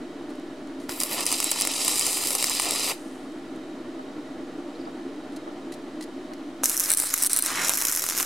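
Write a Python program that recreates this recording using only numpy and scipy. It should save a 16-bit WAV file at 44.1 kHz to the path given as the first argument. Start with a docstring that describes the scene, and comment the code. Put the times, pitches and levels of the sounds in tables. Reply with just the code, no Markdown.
"""A welding arc lays two short stick welds on a steel angle, outdoors, over a fan's steady drone.
Each arc is filtered hiss and spatter clicks with a gas roar; drops of metal snap as sprayed spikes with
a thump, and shorts dip the arc. Fan and yard air are coloured noise, the fan with wavering tones.
The rod scratches in short strokes of grains, slag fizzes as it cools, a far bird chirps in falling sines,
and the held microphone housing knocks, hums and rumbles."""
import sys
import numpy as np
from scipy import signal
from scipy.fft import rfft, irfft
from scipy.io import wavfile
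from scipy.ndimage import uniform_filter1d

SR = 44100
rng = np.random.default_rng(int(sys.argv[2]) if len(sys.argv) > 2 else 0)


def master(y):
    """Save y as 16-bit WAV."""
    cut = np.clip(np.atleast_2d(y).T, -1, 1)
    pcm = np.round(cut * 32767)  # scale
    wavfile.write(sys.argv[1], SR, pcm.astype(np.int16))


N = 363825
TIME = np.arange(N) / SR  # s
FREQS = np.maximum(np.arange(4097) * SR / 8192, 1)  # Hz, kept above zero for the logarithm


def from_db(db):
    """Decibels to gain."""
    return 10 ** (np.asarray(db) / 20)


def rms_one(x):
    """Scale to rms 1."""
    return x / np.sqrt(np.mean(x ** 2) + 1e-20)


def in_time(rows):
    """Each column of an automation curve, at every sample."""
    s, *columns = np.transpose(rows)
    return [np.interp(TIME, s, column) for column in columns]


def drift(rate):
    """Smooth random modulation of spread 1; a higher rate wanders faster."""
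    r = np.exp(-20 * np.pi * rate / SR)
    # made at a tenth of the sample rate, with the filter's start-up thrown away
    noise = rng.standard_normal(N // 10 + 4002)
    slow = signal.lfilter([1], [1, -2 * r, r * r], noise)[4000:]
    return np.interp(np.arange(N) / 10, np.arange(len(slow)), rms_one(slow))


def colour(x, spectrum, peaks=()):
    """Causal unit-energy filter: a smooth spectrum, falling above its last point, plus peaks and holes."""
    hz, db = np.transpose(spectrum)
    shape = np.interp(np.log(FREQS), np.log(hz), db)
    shape = shape - 20 * np.log2(np.maximum(FREQS / hz[-1], 1))
    for centre, width, height in peaks:
        shape = shape + height / (1 + (2 * (FREQS - centre) / width) ** 2)
    cepstrum = irfft(np.log(from_db(shape)))
    cepstrum[1:len(FREQS) - 1] *= 2  # folding the cepstrum gives minimum phase
    cepstrum[len(FREQS):] = 0
    response = irfft(np.exp(rfft(cepstrum)))
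    return signal.fftconvolve(x, response / np.linalg.norm(response))[:N]


def split(x, hz):
    """The parts of a sound below and above a frequency."""
    bands = []
    for kind in ("low", "high"):
        section = signal.butter(2, hz, kind, fs=SR, output="sos")
        bands.append(signal.sosfilt(np.tile(section, (2, 1)), x))
    return bands


def add(track, s, sound):
    """Mix a short sound into a track at s seconds."""
    start = int(np.clip(s * SR, 0, N - 1))
    track[start:start + len(sound)] += sound[:N - start]


def grains(per_s, spread_db):
    """Random clicks, most small and a few large; rms 1."""
    sizes = from_db(spread_db * np.minimum(rng.exponential(1, N), 3.5))
    return rms_one((rng.random(N) < per_s / SR) * sizes * rng.choice([-1, 1], N))


def wide_noise(spectrum, side_db, peaks=()):
    """Steady stereo noise from independent mid and side; rms about 1."""
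    mid, side = (colour(rng.standard_normal(N), spectrum, peaks) for _ in range(2))
    return mid + from_db(side_db) * side * np.array([[1], [-1]])


# the welds: (start [s], end [s], base gas roar [dB], mean centre of the snaps [Hz],
# small drops [per s], their mean level above the sizzle [dB], dip of the drone [dB])
WELDS = [(0.885, 2.91, -39.5, 7600, 45, 6, 3), (6.629, 8.3, -40, 9660, 22, 6.5, 8)]
# the drone before the welds dip it: (time [s], level [dB])
DRONE_LEVEL = [(0, -36.5), (5.75, -35.5), (5.9, -36.5)]
DRONE_LAG_S = 0.082  # time constant of its sinking and return


def drone_level():
    """The drone's gain: it sinks while an arc burns and comes back afterwards."""
    dip_db = sum(db * ((TIME > start) & (TIME < end)) for start, end, *_, db in WELDS)
    r = np.exp(-1 / (DRONE_LAG_S * SR))
    return from_db(in_time(DRONE_LEVEL)[0] - signal.lfilter([1 - r], [1, -r], dip_db))


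# spectrum of the rushing air: (frequency [Hz], relative level per Hz [dB])
FAN_AIR = [(20, -21.5), (40, -34), (100, -20.5), (190, -11.5), (230, -6), (262, 4), (345, 3.5), (395, -7.5),
           (500, -6), (800, -18), (1500, -20), (2600, -31)]
# peaks and dips in the drone's spectrum: (frequency [Hz], width [Hz], height [dB])
DRONE_PEAKS = [(543, 66, -11), (607, 100, 6), (775, 67, 6), (1570, 59, -9)]
# wavering tones: (mean frequency [Hz], relative level [dB], wander [Hz])
FAN_TONES = [(265.6, -54, 2.6), (386, -61.5, 0.56), (603, -62, 7)]
# the drone as the yard scatters it: (frequency [Hz], relative level per Hz [dB])
SCATTERED = [(25, -8), (60, -6), (130, 0), (280, -22), (450, 2), (750, 12), (1400, 5.5), (3000, -10)]
THROB_PER_S, THROB_DB, THROB_WANDER = 10.3, 1.05, 0.076  # mean rate, depth, spread as a share of rate


def fan(flutter_db):
    """Air rushes through the welder's case, throbbing not quite evenly, with a few wavering tones."""
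    throb_hz = THROB_PER_S * (1 + THROB_WANDER * drift(1))
    throb = np.sin(2 * np.pi * np.cumsum(throb_hz) / SR)
    air = wide_noise(FAN_AIR, side_db=-62, peaks=DRONE_PEAKS)
    air = air * from_db(THROB_DB * throb + flutter_db * drift(17.0))
    tones = 0
    for hz, db, wander_hz in FAN_TONES:
        phase = 2 * np.pi * np.cumsum(hz + wander_hz * drift(8.57)) / SR
        tones = tones + from_db(db) * (1 + .5 * drift(2.9)) * np.sqrt(2) * np.sin(phase)
    level = drone_level()
    # scattered by the yard, part of the drone comes from all sides
    scattered = colour(rng.standard_normal(N), SCATTERED) * np.array([[1], [-1]])
    drone = level * (from_db(-1.0) * air + from_db(-21.5) * scattered)
    return drone + level / level.max() * tones


# spectrum of the airy hiss: (frequency [Hz], relative level per Hz [dB])
OUTDOORS = [(800, 2), (2200, 1.5), (3000, 0.5), (4000, 2), (6000, -3.5), (9000, -7.5), (12000, -16),
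            (15000, -23)]
# faint whistles in it: (frequency [Hz], width [Hz], height [dB])
WHISTLES = [(1760, 130, 6), (1960, 49, 8.5), (3030, 155, 7.5), (3210, 43, 5.5), (3810, 81, 6.5),
            (4200, 97, 3)]


def outdoor_air():
    """A steady, wide airy hiss whose narrow spectral peaks whistle faintly."""
    return from_db(-54) * wide_noise(OUTDOORS, side_db=-7.5, peaks=WHISTLES)


# strokes of the rod tip: (time [s], length [s], starting level [dB])
SCRATCHES = [(0.292, 0.024, -53), (.334, .004, -53), (.353, .004, -48), (.397, .003, -50),
             (0.672, .005, -50), (0.797, 0.085, -54), (3.32, .004, -51), (3.558, .005, -47),
             (5.321, 0.02, -55), (5.361, 0.015, -43.5), (5.721, 0.016, -43), (5.738, 0.014, -43),
             (6.008, 0.012, -40), (6.023, 0.014, -38), (6.038, 0.011, -45), (6.335, 0.0056, -40)]
# spectrum of the scratch, shared by the slag's fizz: (frequency [Hz], relative level per Hz [dB])
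SCRATCH_COLOUR = [(1000, -13), (2800, 3), (4500, 1.5), (9500, 6), (12000, -4), (15500, -17)]
# the rod's ringing peaks and holes: (frequency [Hz], width [Hz], height [dB])
ROD = [(1980, 91, 23), (4080, 220, 10), (4500, 260, 8.5), (5070, 130, 6), (8100, 350, -7), (9100, 300, -2),
       (10900, 400, -7)]


def scratches():
    """The rod tip drags over rough steel in short strokes that start and stop abruptly."""
    force = 0
    for s, length, db in SCRATCHES:
        corners = [s, s + .001, s + length, s + length + .003]
        force = force + from_db(db) * np.interp(TIME, corners, [0, 1, .35, 0])
    return force * colour(grains(1500, 1.8), SCRATCH_COLOUR, ROD)


IGNITE_S, DIE_DB_PER_S = 0.011, 558  # an arc lights at once and fades fast when the rod is lifted


def lit(weld):
    """A weld's envelope: quick attack, hold, fast release."""
    start, end, *_ = weld
    attack = np.clip((TIME - start) / IGNITE_S, 0, 1)
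    return attack * from_db(-DIE_DB_PER_S * np.clip(TIME - end, 0, 1))


# the flux coat flares up in a puff of gas: (time [s], half length [s], rise of the roar [dB])
FLARES = [(1.125, 0.061, 6.5), (1.183, 0.015, 10), (2.684, 0.023, 10.5), (2.919, 0.035, 13.5),
          (6.908, 0.024, 11), (7.527, 0.038, 6.5), (7.601, 0.14, 12.5), (7.86, 0.28, 1), (8.198, 0.027, 9)]
FLARE_SHAPE = 0.79  # exponent: how squarely a flare starts and stops (2 = bell)
ROAR_FOLLOWS = 0.34  # share of the sizzle's dB swing that the gas roar follows


def gas_level(weld, sizzle_db):
    """The roar in dB: it follows the arc and swells with each flare."""
    start, end, roar_db, *_ = weld
    swing_db = sizzle_db - sizzle_db[(TIME > start) & (TIME < end)].mean()
    flares_db = 0
    for s, half_s, db in FLARES:
        distance = np.minimum(np.abs((TIME - s) / half_s), 10)
        flares_db = flares_db + db * np.exp(-distance ** FLARE_SHAPE)
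    return roar_db + ROAR_FOLLOWS * swing_db + flares_db


TOP_HZ = 11600  # where the top of the sizzle begins


def arc(weld, effort, sizzle_colour, roar_colour, hiss_db, spatter_db, spatter_per_s, spread_db,
        flutter_db, flutter_rate):
    """A fluttering plasma hisses, fine spatter crackles, and gas from the flux coat roars."""
    sizzle_db, bright_db, top_db = in_time(effort)
    flutter = drift(flutter_rate)
    hiss = from_db(hiss_db) * rng.standard_normal(N)
    spatter = from_db(spatter_db) * grains(spatter_per_s, spread_db)
    sizzle = colour((hiss + spatter) * rms_one(from_db(flutter_db * flutter)), sizzle_colour)
    # a tight arc shifts its power to the upper treble
    low, high = split(sizzle, hz=7250)
    bright = from_db(bright_db + 2.4 * drift(43))
    sizzle = (rms_one(low) + bright * rms_one(high)) / np.sqrt(1 + bright ** 2)
    body, top = split(sizzle, hz=TOP_HZ)
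    sizzle = body + from_db(top_db) * top
    puffs = rms_one(from_db(1.0 * flutter + 1.8 * drift(45)))
    roar = colour(rng.standard_normal(N) * puffs, roar_colour)
    return lit(weld) * (from_db(sizzle_db) * sizzle + from_db(gas_level(weld, sizzle_db)) * roar)


# ignitions: (time [s], push before colouring [dB])
STRIKES = [(0.893, -7), (6.6353, -1.5)]
# spectrum of the push of air: (frequency [Hz], relative level per Hz [dB])
STRIKE_COLOUR = [(60, -12), (250, -25), (550, 2), (900, 2), (1500, 2), (2400, -13.5), (4000, -15.5)]


def strikes():
    """As the arc ignites, suddenly heated air gives one dull push."""
    pushes = np.zeros(N)
    for s, db in STRIKES:
        add(pushes, s, from_db([db]))
    return colour(pushes, STRIKE_COLOUR)


# a drop bridges the gap or the rod sticks in the pool: (start [s], end [s], change of arc level [dB])
SHORTS = [(1.068, 1.11, -3), (1.243, 1.263, -3), (1.507, 1.516, -8), (1.675, 1.693, -2),
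          (1.517, 1.566, -1.5), (2.367, 2.383, -4), (6.771, 6.775, -14), (6.933, 6.936, -4),
          (6.941, 6.969, -8.5), (7.138, 7.157, -4.5), (7.274, 7.296, -31), (7.396, 7.427, -5.5),
          (7.766, 7.772, -11), (7.91, 7.922, -7), (8.003, 8.02, -1), (8.068, 8.085, -3), (8.106, 8.163, -1)]


def shorted_db():
    """How far the arc sinks while it is shorted, in dB."""
    return sum(db * ((TIME > start) & (TIME < end)) for start, end, db in SHORTS)


# big drops of metal bursting: (time [s], level [dB], thump relative to that level [dB])
BIG_DROPS = [(0.8933, -22.5, 7), (1.002, -16, -12), (1.003, -13, -25), (1.0112, -15, -13.5),
             (1.0163, -19, -8.5), (1.0228, -19, -11), (1.0346, -10, -19), (1.2065, -18, -8),
             (1.255, -20, -31), (1.2653, -8.5, -13), (1.3175, -13.5, -5), (1.326, -10.5, -6),
             (1.3307, -18, -16), (1.385, -21, -23), (1.4023, -11, -8.5), (1.4276, -17, -6),
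             (1.4429, -9.5, -17), (1.5062, -18, -18), (1.5145, -10, -18), (1.5164, -12.5, -3.5),
             (1.5179, -15.5, -8), (1.601, -15, -10), (1.611, -9, -11), (1.6202, -9.5, -14),
             (1.651, -14, -7), (1.6728, -11, -6.5), (1.737, -21, -7), (1.8482, -13, -23),
             (1.8807, -8.5, -11), (1.9824, -15, -19), (1.995, -8.5, -21), (2.011, -16, -9),
             (2.0664, -10, -16), (2.1312, -21, -19), (2.1675, -22, -21), (2.236, -22, -5),
             (2.272, -10.5, -16), (2.3058, -13, -11.5), (2.3518, -9, -13), (2.4262, -11.5, -6.5),
             (2.4424, -9.5, -6), (2.469, -16, -13), (2.4969, -11.5, -20), (2.5981, -11, -7),
             (2.62, -18, -12), (2.629, -18, -10), (2.709, -11.5, -7), (2.747, -25, -5), (2.796, -21, -3),
             (6.6358, -14, -6.5), (6.6418, -5.5, -27), (6.6576, -4.5, -16), (6.69, -17.5, -27),
             (6.6965, -10, -19), (6.768, -12.5, -28), (6.7765, -12.5, -30), (6.7977, -7, -35),
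             (6.8028, -9, -26), (6.8085, -17, -25), (6.8365, -19, -21), (6.839, -17, -30),
             (6.8994, -13, -12), (6.9038, -5.5, -20), (6.9175, -4, -18), (6.9284, -13, -25),
             (6.937, -7.5, -14), (6.9482, -14, -21), (6.973, -9, -26), (6.9771, -16, -22),
             (6.9847, -14, -24), (6.9915, -15, -26), (7.0005, -4.5, -20), (7.1028, -22, -11),
             (7.1393, -12.5, -9), (7.1403, -5.5, -9), (7.178, -15, -11), (7.183, -18, -13),
             (7.189, -20, -17), (7.2232, -10, -18), (7.2264, -9, -21), (7.2361, -5, -15.5),
             (7.2473, -13, -14), (7.2573, -15, -13), (7.2626, -9.5, -14), (7.2667, -9, -18),
             (7.272, -13, -21), (7.332, -5, -19), (7.3637, -8, -15), (7.3724, -8, -22), (7.3895, -6.5, -16),
             (7.394, -15, -13), (7.424, -9.5, -27), (7.4376, -17, -26), (7.4493, -18.5, -14),
             (7.4586, -18, -16), (7.462, -11, -11), (7.4678, -18, -6), (7.683, -12, -7), (7.6946, -9.5, -7),
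             (7.6945, -6.5, -5.5), (7.7369, -14.5, -6), (7.7435, -16, -20), (7.774, -13, -25),
             (7.7784, -18, -13), (7.7861, -18, -20), (7.815, -14.5, -10), (7.8222, -14, -10),
             (7.8506, -15, -12), (7.8525, -9.5, -12), (7.8708, -13.5, -14), (7.884, -13.5, -24),
             (7.8964, -17.0, -10), (7.9153, -16, -21), (7.9238, -13.5, -10.5), (7.927, -15, -16),
             (7.95, -14, -12), (7.962, -13, -17), (7.9735, -15, -6), (7.995, -16, -7), (8.021, -18, -9),
             (8.0407, -18.5, -6), (8.0651, -16.5, -6), (8.0886, -14.5, -8.5), (8.099, -15, -11),
             (8.1011, -25, -15), (8.1094, -19, -6), (8.123, -21, -6), (8.168, -22, -12), (8.1773, -15, -20),
             (8.186, -15, -19), (8.2, -12.5, -6), (8.207, -16, -6), (8.2222, -19, -24), (8.2278, -14, -9)]
SNAP_SCATTER_HZ = 550  # no two drops ring alike
SMALL_THUMP_DB, SMALL_SCATTER_DB = -6, 2.5  # mean thump relative to level; scatter of level and thump


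def drops_of(weld, effort):
    """A weld's big drops and random small ones that grow with the arc: (s, level dB, Hz, thump dB)."""
    start, end, _, hz, per_s, small_db, _ = weld
    arc_db = in_time(effort)[0] + shorted_db()
    falls = np.flatnonzero((rng.random(N) < per_s / SR) & (TIME > start) & (TIME < end))
    scatter_db = SMALL_SCATTER_DB * rng.standard_normal((len(falls), 2))
    rows = [row for row in BIG_DROPS if start - .1 < row[0] < end]
    for i, (size, gas) in zip(falls, scatter_db):
        rows.append((TIME[i], arc_db[i] + small_db + size, SMALL_THUMP_DB + gas))
    detunes = SNAP_SCATTER_HZ * rng.standard_normal(len(rows))
    return [(s, db, hz + detune, thump) for (s, db, thump), detune in zip(rows, detunes)]


# a falling drop bridges the gap and dims the arc; when it bursts the arc surges back and settles
BRIDGE_S, BRIDGE_DB, SURGE_S, SURGE_DB = 0.0042, -2, 0.003, 1.3


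def burning(drops):
    """The arc's gain: it sinks in each short, dims before each drop and surges after it."""
    dim_db, surge_db = np.zeros(N), np.zeros(N)
    surge = SURGE_DB * np.exp(-TIME[:SR // 10] / SURGE_S)
    for s, *_ in drops:
        dim_db[int((s - BRIDGE_S) * SR):int(s * SR)] = BRIDGE_DB
        add(surge_db, s, surge)
    return from_db(uniform_filter1d(shorted_db() + dim_db + surge_db, size=40))


# spectrum of the gas thump: (frequency [Hz], relative level per Hz [dB])
THUMP_COLOUR = [(60, -13.5), (200, -13.5), (450, -7), (1100, -1.5), (2200, -1), (4000, -3.5), (9000, -17)]
# each burst has a faint tick about a millisecond before it: median lead, level against the burst
LEAD_TICK_S, LEAD_TICK_DB = 0.0011, -13.5


def snaps(rows, snap_colour, spray_db, spray_s, tail_db, width_hz, crack_db, thump_db, bubble_hz):
    """After a faint tick, each drop bursts: a pressure spike, a spray of sparks and a thump of gas."""
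    cracks, thumps = np.zeros(N), np.zeros(N)
    t = TIME[:600]
    r = np.exp(-np.pi * width_hz / SR)
    for (s, db, hz, thump), noise in zip(rows, rng.standard_normal((len(rows), len(t)))):
        spray = noise * (np.exp(-t / spray_s) + from_db(tail_db) * np.exp(-t / 0.0024))
        burst = from_db(spray_db) * spray / np.linalg.norm(spray)
        burst[0] = 1  # the pressure spike
        burst *= from_db(db) * np.sqrt(SR / 1000) / np.linalg.norm(burst)
        strength = np.linalg.norm(burst)
        crack = signal.lfilter([1, 0, -1], [1, -2 * r * np.cos(2 * np.pi * hz / SR), r * r], burst)
        add(cracks, s, crack * strength / np.linalg.norm(crack))
        add(cracks, s - LEAD_TICK_S * np.exp(.5 * noise[0]), from_db([LEAD_TICK_DB]) * strength)
        # a bigger bubble of gas thumps louder and duller
        edge_hz = np.clip(bubble_hz / from_db(thump), 500, 9000)
        low_pass = signal.butter(2, edge_hz, fs=SR)
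        add(thumps, s, from_db(thump) * signal.lfilter(*low_pass, burst))
    cracks = from_db(crack_db) * colour(cracks, snap_colour)
    return cracks + from_db(thump_db) * colour(thumps, THUMP_COLOUR)


# how hard and how tight the first arc burns:
# (time [s], sizzle level [dB], mean brightness [dB], gain of the top treble [dB])
FIRST_ARC = [(0.9, -41.5, -3, 11), (0.985, -47, -1, 17), (1.04, -37.5, -3, 16), (1.08, -38.5, -9, 14),
             (1.125, -34.5, -9, 18), (1.165, -37.5, -1, 14), (1.19, -31.5, 0, -9), (1.24, -33.5, 5, -2),
             (1.29, -30, 0, -3), (1.4, -31.5, 0.5, -1), (1.72, -30.5, 0, -7), (1.92, -25.5, 7, -10),
             (2.28, -29.5, 6.5, 2.5), (2.56, -30, -0.5, -1), (2.8, -29.5, 0, -5), (2.89, -29, -1.5, 6.5)]
# spectra of sizzle, roar and snaps: (frequency [Hz], relative level per Hz [dB])
SIZZLE_FIRST = [(1200, -28), (2500, -3), (4000, -1), (6000, -1), (8000, -3.5), (9500, -7), (11500, -5.5),
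                (14000, -15), (15500, -27)]
ROAR_FIRST = [(30, -27), (100, -12.5), (400, -0.5), (800, 1), (1300, 0), (2300, -3), (3500, -8),
              (6000, -37)]
SNAP_FIRST = [(300, -17), (1500, -16), (2800, 1.5), (4500, 1), (6000, 2), (9000, 0), (12000, 1),
              (16000, -5)]
# an even spectrum to carry peaks and holes: (frequency [Hz], relative level [dB])
FLAT = [(1, 0), (20000, 0)]
# fixed peaks and holes in the first arc's spectrum, the deepest near 1.57 kHz:
# (frequency [Hz], width [Hz], height [dB])
FIRST_PEAKS = [(1567, 166, -26), (2930, 56, -2), (3323, 92, -14), (3630, 97, -8), (3940, 230, 2.5),
               (4410, 250, -5.5), (4760, 350, 4), (5380, 71, -3), (5810, 150, -10), (6550, 740, -5.5),
               (7240, 130, -8), (7500, 410, 4), (9100, 300, 4), (11040, 250, -7), (11760, 360, -10),
               (13300, 550, -7)]


def first_weld(drops, sputter):
    """The first arc and its drops, heard through fixed spectral peaks and holes."""
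    burn = arc(WELDS[0], FIRST_ARC, SIZZLE_FIRST, ROAR_FIRST, hiss_db=-10.0, spatter_db=-8.5,
               spatter_per_s=2200, spread_db=3.5, flutter_db=1.0, flutter_rate=54)
    bursts = snaps(drops, SNAP_FIRST, spray_db=4.0, spray_s=0.00033, tail_db=-10, width_hz=6600,
                   crack_db=-5.0, thump_db=-1.0, bubble_hz=1550)
    return colour(sputter * burn + bursts, FLAT, FIRST_PEAKS)


def slag(start_s, level_db, cooling_s):
    """The fresh bead fizzes in fine grains, fading as it cools."""
    fade = (TIME > start_s) * np.exp(-np.abs(TIME - start_s) / cooling_s)
    return from_db(level_db) * fade * colour(grains(5600, 3.0), SCRATCH_COLOUR)


# dull knocks in the microphone housing: (time [s], level [dB])
KNOCKS = [(3.9935, -34), (4.8732, -33), (4.996, -45), (5.4765, -34), (6.3165, -38)]
# its modes: (frequency [Hz], relative level [dB], time to fall 60 dB [s])
HOUSING = [(780, -1, 0.097), (1090, -1, 0.028), (1280, -3, 0.058), (1780, -6, 0.025)]
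# spectrum of the rumble: (frequency [Hz], relative level per Hz [dB])
RUMBLE = [(30, -6), (110, 4), (200, 0), (300, -19)]
# when the housing hums, and when it rumbles under the hand: start and end in s
HUM_SPAN, RUMBLE_SPAN = (3.85, 4.8), (4.1, 5.72)


def soft_gate(start, end):
    """A gate open between two times, with smoothed edges."""
    return uniform_filter1d(1. * ((TIME > start) & (TIME < end)), size=4000)


def housing(hum_hz, hum_db, rumble_db):
    """The held housing knocks, hums and rumbles, shaking the two capsules in opposite directions."""
    knocks, t = np.zeros(N), TIME[:SR // 5]
    ring = 0
    for k, (hz, db, t60) in enumerate(HOUSING):
        ring = ring + from_db(db - 60 * t / t60) * np.sin(2 * np.pi * hz * t) * (-1) ** k
    for s, db in KNOCKS:
        add(knocks, s, from_db(db) * ring)
    hum = (1 + .4 * drift(12)) * np.sin(2 * np.pi * np.cumsum(hum_hz + 6 * drift(15)) / SR)
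    hum = from_db(hum_db) * soft_gate(*HUM_SPAN) * hum
    rumble = colour(rng.standard_normal(N), RUMBLE) * from_db(4 * drift(10))
    rumble = from_db(rumble_db) * soft_gate(*RUMBLE_SPAN) * rumble
    return (knocks + hum + rumble) * np.array([[1], [-1]])


# falling chirps: (time [s], length [s], start frequency [Hz], end frequency [Hz], relative level [dB])
CHIRPS = [(4.737, 0.029, 5100, 3700, -48), (4.792, 0.036, 5000, 4450, -52), (4.845, .022, 5000, 4500, -50)]


def bird():
    """Quick falling chirps, roughened by distance, each followed by a weak echo."""
    out = np.zeros(N)
    for s, length, start_hz, end_hz, db in CHIRPS:
        hz = np.geomspace(start_hz, end_hz, int(length * SR))
        envelope = from_db(db) * np.sqrt(2 * np.hanning(len(hz)))
        whistle = envelope * np.sin(2 * np.pi * np.cumsum(hz) / SR)
        add(out, s, whistle)
        add(out, s + 0.018, from_db(-13) * whistle)
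    return out * (0.4 + 0.47 * drift(300))


# how hard and how tight the second arc burns:
# (time [s], sizzle level [dB], mean brightness [dB], gain of the top treble [dB])
SECOND_ARC = [(6.64, -26.5, 0, -3), (6.69, -26.5, 16, -5), (6.77, -29.5, 9, -3), (6.79, -29.5, 12, -2),
              (6.88, -28.5, 5, 2), (7.06, -27.5, 4, -4), (7.12, -34.5, -0.5, 2), (7.33, -27.5, 3, -4),
              (7.43, -34, -9, 9), (7.47, -29.5, 1, -6), (7.55, -33.5, 3, -16), (7.62, -30.5, 1, -11),
              (7.66, -27, 2, -7), (7.74, -30.5, 3, 0), (7.879, -32, 4, 3), (7.94, -31, 7.5, 1),
              (8.14, -33.5, -1, 1), (8.2, -28.5, 2, 3), (8.25, -35.5, 6, 1)]
# spectra of sizzle, roar and snaps: (frequency [Hz], relative level per Hz [dB])
SIZZLE_SECOND = [(1200, -22), (2800, -21), (4700, -2), (5700, -8), (7000, 0.5), (9000, -5), (11500, 0),
                 (13500, -3), (15500, -16)]
ROAR_SECOND = [(30, -22), (100, -11), (400, -5.5), (850, -5), (1200, 1), (2100, 0.5), (2900, -5),
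               (4000, -6), (6000, -15)]
SNAP_SECOND = [(300, -23), (2000, -34), (4300, -7), (5600, 1), (7000, 2.5), (9000, -2.5), (12000, 4.5),
               (16000, -4.5)]
# the glove in front of the arc shades its middle: (frequency [Hz], width [Hz], height [dB])
SHADE = [(3560, 2100, -2.5), (4640, 710, -8.5), (5520, 1800, 7.5)]
# ringing of the narrow gap deep in the joint: (frequency [Hz], width [Hz], height [dB])
GAP = [(4120, 680, 7), (5400, 520, -7.5), (6750, 1040, -15), (7970, 1800, 6.5), (9100, 1400, 7.5),
       (10700, 1200, 5.5), (11800, 1300, -9), (14800, 2500, 2.5)]
# how deep the arc sits in the joint: (time [s], depth [0-1])
DEPTH = [(6.88, 0.33), (6.9, 0.92), (7.08, 0.9), (7.12, 0), (7.2, 0.66), (7.23, 0.68), (7.42, 1),
         (7.47, 0.4), (7.7, 0.15)]


def second_weld(drops, sputter):
    """The second arc and its drops burn behind the glove and ring in the gap when deep in the joint."""
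    burn = arc(WELDS[1], SECOND_ARC, SIZZLE_SECOND, ROAR_SECOND, hiss_db=0.0, spatter_db=1.0,
               spatter_per_s=2600, spread_db=2.5, flutter_db=2.5, flutter_rate=170)
    bursts = snaps(drops, SNAP_SECOND, spray_db=0.0, spray_s=0.00034, tail_db=-25, width_hz=6400,
                   crack_db=-5.0, thump_db=-0.5, bubble_hz=1700)
    shaded = colour(sputter * burn + bursts, FLAT, SHADE)
    depth = np.clip(in_time(DEPTH)[0], 0, 1)
    return (1 - depth) * shaded + from_db(-1.5) * colour(depth * shaded, FLAT, GAP)


def yard(x, near_db, near_s, far_db, far_t60):
    """Quick reflections off plate and bench and a short outdoor tail, different at each ear."""
    t = TIME[:SR // 3]
    turn = 2 * np.pi * drift(2.11)
    out = x
    # as the arc wanders over the pool, one pattern of reflections gives way to another
    for share in (np.cos(turn), np.sin(turn)):
        near, far = rng.standard_normal((2, 2, len(t))) * (t > .0003)
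        near = rms_one(near * np.exp(-t / near_s))
        far = rms_one(signal.lfilter([1], [1, -.45], far) * from_db(-60 * t / far_t60))
        response = (from_db(near_db) * near + from_db(far_db) * far) / np.sqrt(len(t))
        out = out + signal.fftconvolve((share * x)[None], response, axes=1)[:, :N]
    return out


def scene():
    """Both welds and the small sounds at the bench, over fan and outdoor air."""
    first_drops = drops_of(WELDS[0], FIRST_ARC)
    second_drops = drops_of(WELDS[1], SECOND_ARC)
    sputter = burning(first_drops + second_drops)
    bench = scratches() + first_weld(first_drops, sputter) + strikes()
    bench = bench + slag(start_s=2.84, level_db=-48.0, cooling_s=0.22) + bird()
    bench = bench + second_weld(second_drops, sputter)
    held = housing(hum_hz=800, hum_db=-59, rumble_db=-69)
    reflected = yard(bench, near_db=-9.0, near_s=0.0045, far_db=-18.5, far_t60=0.3)
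    return reflected + fan(flutter_db=0.45) + outdoor_air() + held


CUTOFF_HZ = 15900


def record(dry):
    """The right side is a touch louder, peaks are rounded, a small offset sits below zero, the top is cut."""
    top = 0.88
    heard = top * np.tanh(dry * from_db([[-.17], [.17]]) / top)
    heard = heard - .0033
    return signal.sosfilt(signal.ellip(10, .1, 80, CUTOFF_HZ, fs=SR, output="sos"), heard)


dry = scene()
out = record(dry)
master(out)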